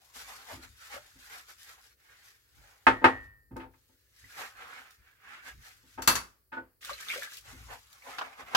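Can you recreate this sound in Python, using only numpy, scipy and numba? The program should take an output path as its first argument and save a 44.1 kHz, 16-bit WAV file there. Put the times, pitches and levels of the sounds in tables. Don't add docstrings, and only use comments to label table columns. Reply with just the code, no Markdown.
import sys
import numpy as np
from scipy import signal
from scipy.fft import rfft, irfft, next_fast_len
from scipy.io import wavfile
from numba import njit

SR = 44100
rng = np.random.default_rng(int(sys.argv[2]) if len(sys.argv) > 2 else 0)


def persist_wave(psi):
    counts = np.round(np.clip(psi, -1, 1) * 32767).astype(np.int16)
    wavfile.write(sys.argv[1], SR, np.atleast_2d(counts).T)


N = 377496

# (time of hardest pressure [s],
# length [s], squelch [dB], foam re squelch [dB], hollow re squelch [dB], resonance of the hollow [Hz])
STROKES = [(0.02, 0.066, -75, 1, 4, 760), (0.168, 0.044, -55.5, 2.5, 2, 1252),
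           (0.213, .06, -53, 0, -1.5, 1600), (0.304, 0.082, -52, 0, -4.5, 801),
           (0.388, 0.15, -57, -1.5, -3.5, 1400), (0.519, .075, -48.5, -3.5, 1.5, 796),
           (0.636, .06, -55, -5.5, -5, 1506), (0.849, .1, -54, -4.5, -15, 1500),
           (0.946, 0.067, -46.5, -7, -2.5, 1210), (1.058, 0.11, -64.5, -3, -4, 1700),
           (1.256, 0.15, -61, -0.5, -7, 1600), (1.348, 0.094, -50, -3.5, -5.5, 1350),
           (1.504, 0.048, -56, 0, -5, 1310), (1.624, 0.085, -63.5, 3.5, -17, 1800),
           (1.7, 0.075, -56, -3, -8, 1480), (1.789, 0.033, -62, -10, -3, 900),
           (1.855, 0.044, -66, 2, -3, 1700), (2.124, 0.17, -63, -7, -8, 1640),
           (2.266, .13, -63.5, 0, -8, 1856), (2.682, .22, -66, -2.5, 0, 1490),
           (4.21, 0.12, -68, 2, -20, 1801), (4.322, 0.12, -62, -0.5, -23, 1590),
           (4.417, 0.1, -43, -9, -4, 1343), (4.623, 0.11, -50, -15, -4.5, 1241),
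           (4.754, 0.18, -50.5, -14, -5.5, 1370), (5.079, .12, -65, -16, -16, 1630),
           (5.328, .15, -50, -18.5, -12.5, 1606), (5.481, 0.063, -47.5, -9.5, -5, 1603),
           (5.676, 0.11, -58, -3, -9.5, 1800), (5.785, 0.057, -70, -4.5, -13.5, 1490),
           (5.921, 0.1, -68.5, 1.5, -17, 1580), (7.493, 0.069, -53, -4.5, -3.5, 1460),
           (7.598, 0.16, -61, -1, -7, 1453), (7.726, 0.064, -49.5, -8.5, 3.5, 900),
           (7.949, .08, -64.5, -5.5, -6.5, 1315), (8.09, 0.076, -53, -5.5, 7, 967),
           (8.14, 0.12, -50, -10.5, -5, 1260), (8.244, 0.1, -49.5, -15, 0.5, 1239),
           (8.326, 0.07, -55.5, -14, -2, 1130), (8.404, 0.053, -50, -12, 5.5, 1138),
           (8.485, 0.065, -53.5, -11, 0, 1210), (8.536, 0.056, -47, -16, 2.5, 1150)]
# (time [s], level [dB], contact [ms], build-up [ms])
KNOCKS = [(0.525, -48.5, 10.6, 8), (0.573, -56, 3.8, 4.5), (1.151, -61, 13, 8.2),
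          (2.867, -11.3, 0.61, 0.95), (3.014, -37, 2.1, 17), (3.042, -10.5, 0.65, 0.94),
          (3.508, -47.5, 9.6, 15), (3.559, -39, 2.05, 9.2), (3.594, -47.5, 0.43, 19),
          (3.63, -47.5, 1.55, 3.7), (3.735, -65, 0.54, 3), (3.891, -69, 3.2, 3.06), (4.233, -63.5, 11, 7),
          (5.83, -67, 5, 14), (5.976, -37.5, 1.15, 12), (6.075, -26.5, 0.94, 0.76),
          (6.518, -42.5, 0.58, 45), (6.565, -40.5, 1.5, 7), (7.524, -55, 8.3, 15), (8.39, -62.5, 5.3, 24),
          (8.532, -40, 0.71, 8.4)]
# (frequency [Hz], level [dB])
FIZZ = [(1200, -19.5), (2500, -3.5), (3600, 0.5), (5000, -0.5), (7300, -3), (8800, -8), (12000, -3.5),
        (16000, -18)]
# (frequency [Hz], likeness [-1..1])
LIKENESS = [(60, 0.93), (250, 0.52), (600, 0.2), (1200, 0), (2400, -0.09), (6000, 0.05), (15000, 0.08)]


def from_db(db):
    return 10 ** (np.asarray(db) / 20)


def rms_one(x):
    return x / np.sqrt(np.mean(x ** 2) + 1e-20)


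def unit_attack(x):
    return x / np.sqrt(np.mean(x[:, :SR // 50] ** 2) + 1e-20)


def at_hz(points, hz):
    f, value = np.transpose(points)
    return np.interp(np.log(np.maximum(hz, 1)), np.log(f), value)


def colour(x, spectrum):
    hz = np.maximum(np.fft.rfftfreq(x.shape[-1], 1 / SR), 1)
    skirts = np.minimum(hz / spectrum[0][0], 1) ** 2 * np.minimum(spectrum[-1][0] / hz, 1) ** 2
    return irfft(rfft(x) * from_db(at_hz(spectrum, hz)) * skirts, x.shape[-1])


def ports(pair):
    count = pair.shape[-1]
    alike = at_hz(LIKENESS, np.fft.rfftfreq(count, 1 / SR))
    mid, side = rfft(pair)
    return irfft(np.sqrt(1 + alike) * mid + np.sqrt(1 - alike) * side * [[1], [-1]], count)


def diffuse_noise(spectrum, count):
    return colour(ports(rng.standard_normal((2, count))), spectrum)


def pan(db):
    return from_db(np.array([[.5], [-.5]]) * db)


def add(out, s, sound):
    start = int(s * SR)
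    out[:, start:start + sound.shape[1]] += sound[:, :N - start]


def held(start, end, attack_s, release_s):
    t = np.arange(N) / SR
    onset = 1 - np.exp(-np.maximum(t - start, 0) / attack_s)
    return onset * np.exp(-np.minimum(np.maximum(t - end, 0) / release_s, 30))


def push(s, length, edge_db=6.5, rise_share=0.46, roundness=1.6):
    t = np.arange(N) / SR - s
    away = np.maximum(-t / rise_share, t / (1 - rise_share)) / length
    return from_db(-np.minimum(edge_db * away ** roundness, 200))


def in_basin(x, echo_db, t60=0.12, size=2048, lag_samples=6):
    count = len(x) // size + 1
    pieces = np.pad(x, (0, count * size - len(x))).reshape(count, size)
    decay = from_db(-60 * np.arange(3 * size) / (SR * t60))
    walls = rng.standard_normal((2, count, len(decay))) * decay / np.sqrt(np.sum(decay ** 2))
    echoes = signal.fftconvolve(pieces[None], walls, axes=2)
    out = np.zeros((2, next_fast_len((count + 4) * size)))
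    for k in range(count):
        out[:, k * size:k * size + echoes.shape[2]] += echoes[:, k]
    direct = np.array([x, np.pad(x, (lag_samples, 0))[:len(x)]])
    return direct + from_db(echo_db) * ports(out)[:, :len(x)]


def bursts(per_s, spread_db):
    sizes = from_db(spread_db * np.minimum(rng.exponential(1, N), 4.5)) * rng.choice([-1, 1], N)
    return sizes * (rng.random(N) < per_s / SR)


def suds(spectrum, per_s, spread_db, echo_db):
    # (frequency [Hz], left minus right [dB])
    hand_balance = [(100, 1), (700, 8.5), (1300, -5.5), (2400, -3.5), (4400, 4.5), (8000, 5.5),
                    (15000, 4.5)]
    balance = pan(at_hz(hand_balance, np.fft.rfftfreq(N, 1 / SR)))
    crackle = in_basin(bursts(per_s, spread_db), echo_db)
    return rms_one(colour(irfft(rfft(crackle) * balance, N), spectrum))


def bubbles(per_s, cycles, low_hz, high_hz, count=24):
    births = bursts(per_s, spread_db=0)
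    size_class = rng.integers(0, count, N)
    out = 0
    for k, hz in enumerate(np.geomspace(low_hz, high_hz, count)):
        r, w = from_db(-60 * hz / (cycles * SR)), 2 * np.pi * hz / SR
        kicks = births * (size_class == k) + 1e-18
        out = out + signal.lfilter([0, np.sin(w)], [1, -2 * r * np.cos(w), r * r], kicks)
    return rms_one(in_basin(out, echo_db=0.5))


@njit
def resonate(x, hz, width_hz):
    y, r = np.zeros_like(x), np.exp(-np.pi * width_hz / SR)
    for i in range(2, x.shape[1]):
        turn = 2 * r * np.cos(2 * np.pi * hz[i] / SR)
        for c in range(2):
            drive = (1 - r * r) / 2 * (x[c, i] - x[c, i - 2])
            y[c, i] = drive + turn * y[c, i - 1] - r * r * y[c, i - 2]
    return y


def scrubbing(grip_s=0.022, held_squelch_db=-2):
    # (start [s], end [s], foam level [dB])
    holds = [(0.0, 1.92, -69), (1.97, 3.26, -76.5), (3.7, 4.15, -79), (4.15, 4.95, -72.5),
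             (4.95, 5.45, -82.5), (5.5, 6.02, -72.5), (7.4, 8.15, -67)]
    fizz = sum(from_db(db) * held(start, end, grip_s, grip_s) for start, end, db in holds) ** 2
    squelch, hollow = fizz * from_db(held_squelch_db) ** 2, 0
    for s, length, db, foam_db, hollow_db, _ in STROKES:
        pressure = push(s, length)
        fizz = fizz + (from_db(db + foam_db) * pressure ** 0.99) ** 2
        squelch = squelch + (from_db(db) * pressure) ** 2
        hollow = hollow + (from_db(db + hollow_db) * pressure ** 1.4) ** 2
    return np.sqrt([fizz, squelch, hollow])


def sponge():
    # (frequency [Hz], level [dB])
    pore_spectrum = [(600, -32.5), (1050, -8), (1380, -1.5), (1700, 0), (2200, -1.5), (3000, -8.5),
                     (5000, -20)]
    hollow_spectrum = [(130, -24.5), (210, -23.5), (262, -4.5), (305, -22), (420, -7.5), (530, -4),
                       (680, -7), (790, 5), (950, -5), (1150, -8.5), (1600, -25)]
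    gush_spectrum = [(400, -12.5), (700, -2.5), (2400, -2), (4000, -9.5)]
    fizz, squelch, hollow = scrubbing()
    foam = from_db(4.5) * fizz * suds(FIZZ, per_s=3000, spread_db=4.5, echo_db=4.5)
    pores = from_db(0.5) * suds(pore_spectrum, per_s=650, spread_db=1, echo_db=4)
    pores += from_db(-8) * bubbles(per_s=200, cycles=12, low_hz=1150, high_hz=3600)
    body = from_db(-1) * hollow * suds(hollow_spectrum, per_s=900, spread_db=2, echo_db=0.5)
    times, *_, hollow_hz = np.transpose(STROKES)
    gap_hz = np.interp(np.arange(N) / SR, times, hollow_hz)
    gush = suds(gush_spectrum, per_s=700, spread_db=3, echo_db=0.5)
    cavity = rms_one(resonate(gush, gap_hz, width_hz=280.0))
    return foam + squelch * pores + body + from_db(-3) * np.hypot(squelch, hollow) * cavity


def room_tone():
    # (frequency [Hz], level [dB])
    room_spectrum = [(18, -32), (30, -19), (93, -6), (134, -14.5), (161, -25.5), (280, -20), (461, -15),
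                     (913, -35), (1590, -30.5), (3580, -38.5), (4420, -25), (6050, -33.5), (16000, -20)]
    return from_db(-72) * rms_one(diffuse_noise(room_spectrum, N))


def sink_rumble(arms_db=-73.5, shudder_db=-24.5, attack_s=0.006, shudder_t60_s=0.83):
    # (time [s], length [s], level [dB])
    arm_pushes = [(0.22, 0.23, -66), (0.55, 0.062, -52), (0.66, 0.12, -53.5), (0.97, 0.086, -56),
                  (1.17, 0.078, -63), (2.6, 0.084, -52.5), (3.607, 0.14, -49.5), (4.25, 0.052, -53.5),
                  (4.57, .05, -63.5), (5.01, 0.056, -61), (5.57, 0.075, -48.5), (5.8, .2, -64.5),
                  (6.0, .06, -46.5), (6.93, .08, -59), (7.6, 0.23, -49), (8.43, 0.064, -60)]
    # (frequency [Hz], level [dB])
    sink_spectrum = [(22, -23.5), (42, -7.5), (60, 2.5), (82, -10.5), (105, -4), (150, -21), (300, -26),
                     (600, -48.5)]
    shoves = [from_db(db) * push(s, length) for s, length, db in arm_pushes]
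    shudders = [from_db(db + shudder_db) * contact_ms * held(s, s, attack_s, shudder_t60_s / np.log(1000))
                for s, db, contact_ms, _ in KNOCKS]
    strength = np.sqrt(from_db(arms_db) ** 2 + sum(gain ** 2 for gain in shoves + shudders))
    return from_db(-3.5) * strength * rms_one(diffuse_noise(sink_spectrum, N)) * pan(2.4)


def reflections(spectrum, t60_scale, crack_db, kitchen_db, hold_s):
    # (frequency [Hz], t60 [s])
    basin_t60 = [(60, 0.17), (250, 0.34), (1000, 0.24), (3000, 0.15), (8000, 0.27), (15000, 0.24)]
    t = np.arange(SR) / SR
    noise = rfft(diffuse_noise(spectrum, SR))
    octave = np.log2(np.clip(np.fft.rfftfreq(SR, 1 / SR), 62.5, 16000) / 62.5)
    crack = from_db(crack_db) * np.exp(-t / 0.0023)
    kitchen = from_db(kitchen_db - 60 * t / .5)
    out = 0
    for k in range(9):
        band = irfft(noise * np.maximum(1 - abs(octave - k), 0), SR)
        t60 = t60_scale * at_hz(basin_t60, 62.5 * 2 ** k)
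        echoes = from_db(-60 * np.maximum(t - hold_s, 0) / t60)
        out = out + band * (crack + echoes + kitchen)
    return out


def ringing(modes):
    t, out = np.arange(SR) / SR, 0
    for hz, db, t60 in modes:
        apart = np.arccos(at_hz(LIKENESS, hz)) * rng.choice([-.5, .5])
        phase = rng.uniform(0, 2 * np.pi) + np.array([[apart], [-apart]])
        out = out + from_db(db - 60 * t / t60) * np.sin(2 * np.pi * hz * t + phase)
    return out


def swell(ms):
    return 1 - np.exp(-1000 * np.arange(SR) / SR / ms)


def soften(x, contact_ms):
    lowpass = signal.butter(2, 1000 / contact_ms, fs=SR, output="sos")
    return unit_attack(signal.sosfilt(lowpass, x))


def knocks(in_step_hz=600):
    # (frequency [Hz], level [dB], t60 [s])
    basin_modes = [(108, -26, 0.28), (262.5, -10, .23), (338, -13, 0.22), (505, -14.5, 0.24),
                   (564, -16, .15), (791, -10, .17), (897.7, 2.5, .15), (1020, -15.5, 0.09),
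                   (1260, -1, 0.12), (1520, -7.5, 0.1), (1600, -1.5, .11), (1748, -3.5, .14),
                   (2121, -2, 0.098), (2560, -0.5, .11)]
    # (frequency [Hz], level [dB])
    thud_spectrum = [(40, -16), (100, -13), (170, -15), (300, -5.5), (600, -7.5), (1000, -2), (1600, 2),
                     (2600, -1.5), (3800, -5), (6000, -11.5), (10000, -8), (15000, -13.5)]
    out = np.zeros((2, N))
    for s, db, contact_ms, build_up_ms in KNOCKS:
        thud = reflections(thud_spectrum, t60_scale=0.7, crack_db=-13.5, kitchen_db=-22, hold_s=0.012)
        boom = ringing(basin_modes)
        blow = (unit_attack(thud) + unit_attack(boom)) * swell(build_up_ms)
        add(out, s, from_db(db) * soften(blow, contact_ms))
    highpass = signal.butter(1, in_step_hz, "high", fs=SR, output="sos")
    side = signal.sosfilt(highpass, (out[0] - out[1]) / 2)
    return (out.mean(axis=0) + side * [[1], [-1]]) * pan(1)


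def plops(cycles=40, rise=0.06, gain_db=-11):
    # (time [s], level [dB], starting pitch [Hz])
    air_pockets = [(0.634, -43.5, 1400), (0.964, -36, 594), (4.242, -45, 1940), (6.847, -38.5, 3690),
                   (6.894, -27.5, 1140), (6.911, -34, 550), (6.932, -33.5, 4100), (7.003, -41.5, 1260),
                   (7.025, -37, 1750), (7.085, -29.5, 3530), (7.101, -22.5, 2260), (7.119, -27.5, 2370),
                   (7.159, -33, 518), (7.181, -35, 564), (7.222, -27.5, 1690), (7.274, -37, 1630),
                   (7.319, -43, 1660), (8.022, -45, 2250)]
    out, t = np.zeros((2, N)), np.arange(SR // 5) / SR
    for s, db, hz in air_pockets:
        age = t * hz / cycles
        pitch = hz * (1 + rise * np.minimum(age, 1))
        envelope = np.minimum(t * hz, 1) * from_db(-60 * age)
        bubble = envelope * np.sin(2 * np.pi * np.cumsum(pitch) / SR)
        add(out, s, from_db(db + gain_db) * unit_attack(in_basin(bubble, echo_db=-1)))
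    return out


def ticks():
    # (time [s], level [dB])
    tick_events = [(1.631, -55.5), (2.868, -51), (3.043, -46.5), (3.566, -58.5), (4.908, -61),
                   (6.8486, -46), (7.3699, -47.5), (7.9287, -57)]
    # (frequency [Hz], level [dB])
    tick_spectrum = [(800, -36), (2500, -9), (4000, -2), (7500, -7.5), (15000, -9)]
    out = np.zeros((2, N))
    for s, db in tick_events:
        tick = reflections(tick_spectrum, t60_scale=0.68, crack_db=3, kitchen_db=-28, hold_s=0.001)
        add(out, s, from_db(db) * unit_attack(tick))
    return out


def dish_rings():
    # (time [s], level [dB])
    glass_taps = [(2.868, -35), (3.043, -32)]
    mug_taps = [(6.524, -31.5), (6.568, -25.5)]
    # (frequency [Hz], level [dB], t60 [s])
    glass_modes = [(1816, 0, .66), (1920, 0, 0.53), (2150, -6, 0.33)]
    mug_modes = [(1480, 2, 0.12), (1870, -17, 0.089)]
    glass = ringing(glass_modes) * swell(ms=0.97)
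    mug = ringing(mug_modes) * swell(ms=12)
    out = np.zeros((2, N))
    for taps, ring in ((glass_taps, glass), (mug_taps, mug)):
        for s, db in taps:
            add(out, s, from_db(db) * ring)
    return out


def spoon(longest_t60_s=0.25):
    # (time [s], level [dB], contact [ms])
    landings = [(6.021, -38, 0.088), (6.075, -15.5, 0.081), (6.154, -28, 0.11)]
    # (frequency [Hz], level [dB], t60 before the cap [s])
    ring_modes = [(2645, -8.5, 0.27), (2930, -15, .14), (3580, -11, .18), (4290, -8.5, 0.15),
                  (4530, -4, 0.2), (5450, -9, .12), (5940, -2, 0.13), (6260, -9, .14), (6760, -7.5, .11),
                  (6944, -2.5, 0.1), (7430, -3.5, .13), (7840, -6.5, 0.099), (8500, -9.5, 0.094),
                  (9020, -10, 0.19), (9700, -9, 0.11), (10580, -5.5, 0.23), (10720, -8, .15),
                  (12270, -2.5, .16), (12280, -10, 0.15), (14045, 4, .11), (14500, -6.5, .11),
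                  (15080, -5, .11), (15600, -9.5, .11)]
    # (frequency [Hz], level [dB])
    spectrum = [(60, 8.5), (300, -7), (700, -3.5), (1250, 11.5), (1800, 6), (2600, 0), (5000, -1.5),
                (7000, -7), (9000, -13.5), (15000, -6.5)]
    out = np.zeros((2, N))
    for s, db, contact_ms in landings:
        clatter = reflections(spectrum, t60_scale=1, crack_db=-19.5, kitchen_db=-24.5, hold_s=0.0025)
        modes = [(hz, level + rng.normal(0, 2), min(t60, longest_t60_s))
                 for hz, level, t60 in ring_modes]
        ring = from_db(1) * unit_attack(ringing(modes)) * pan(6)
        add(out, s, from_db(db) * soften(unit_attack(clatter) + ring, contact_ms))
    return out


def flow(start_s=6.807, end_s=7.385, spray_db_per_s=-3.5, splash_db_per_s=-12.5):
    # (time [s], length [s], splash level [dB])
    surges = [(6.907, .04, -39), (7.132, 0.085, -36.5), (7.233, 0.044, -41.5)]
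    stream = held(start_s, end_s, attack_s=0.012, release_s=0.022)
    age = np.maximum(np.arange(N) / SR - start_s, 0)
    slops = sum(from_db(db) * push(s, length) for s, length, db in surges)
    spray = np.hypot(stream * from_db(-48 + spray_db_per_s * age), from_db(-4) * slops)
    splash = np.hypot(stream * from_db(-46 + splash_db_per_s * age), slops)
    return spray, splash


def pouring():
    # (frequency [Hz], level [dB])
    splash_spectrum = [(200, -34), (500, -2), (900, -13.5), (1300, 5), (2300, 5), (3500, 3.5),
                       (6000, -12.5)]
    spray, splash = flow()
    fine_drops = from_db(-1.5) * suds(FIZZ, per_s=900, spread_db=4.5, echo_db=2)
    pings = from_db(-6) * bubbles(per_s=110, cycles=50, low_hz=1197, high_hz=3440)
    coarse_drops = from_db(-4.5) * suds(splash_spectrum, per_s=570, spread_db=1, echo_db=2)
    return spray * fine_drops + splash * (coarse_drops + pings)


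def mug_clacks():
    # (time [s], level [dB], contact [ms])
    blows = [(8.184, -34.5, 0.26), (8.2115, -33.5, 0.51), (8.549, -19, 0.23)]
    # (frequency [Hz], level [dB])
    clack_spectrum = [(100, -40), (400, -17), (800, -2), (1400, 2.5), (2200, -14), (2800, -5.5),
                      (5000, -8.5), (9000, -15), (15000, 2)]
    out = np.zeros((2, N))
    for s, db, contact_ms in blows:
        clack = reflections(clack_spectrum, t60_scale=0.38, crack_db=-22, kitchen_db=-35, hold_s=0.0083)
        add(out, s, from_db(db) * soften(clack, contact_ms))
    return out


def scene():
    water = sponge() + pouring() + plops()
    impacts = knocks() + dish_rings() + spoon() + mug_clacks() + ticks()
    return water + impacts + sink_rumble() + room_tone()


def record(dry):
    low_cut = signal.butter(4, 34, "high", fs=SR, output="sos")
    high_cut = signal.ellip(10, .3, 80, 16000, fs=SR, output="sos")
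    rounded = np.tanh(signal.sosfilt(low_cut, dry))
    return signal.sosfilt(high_cut, rounded)


dry = scene()
out = record(dry)
persist_wave(out)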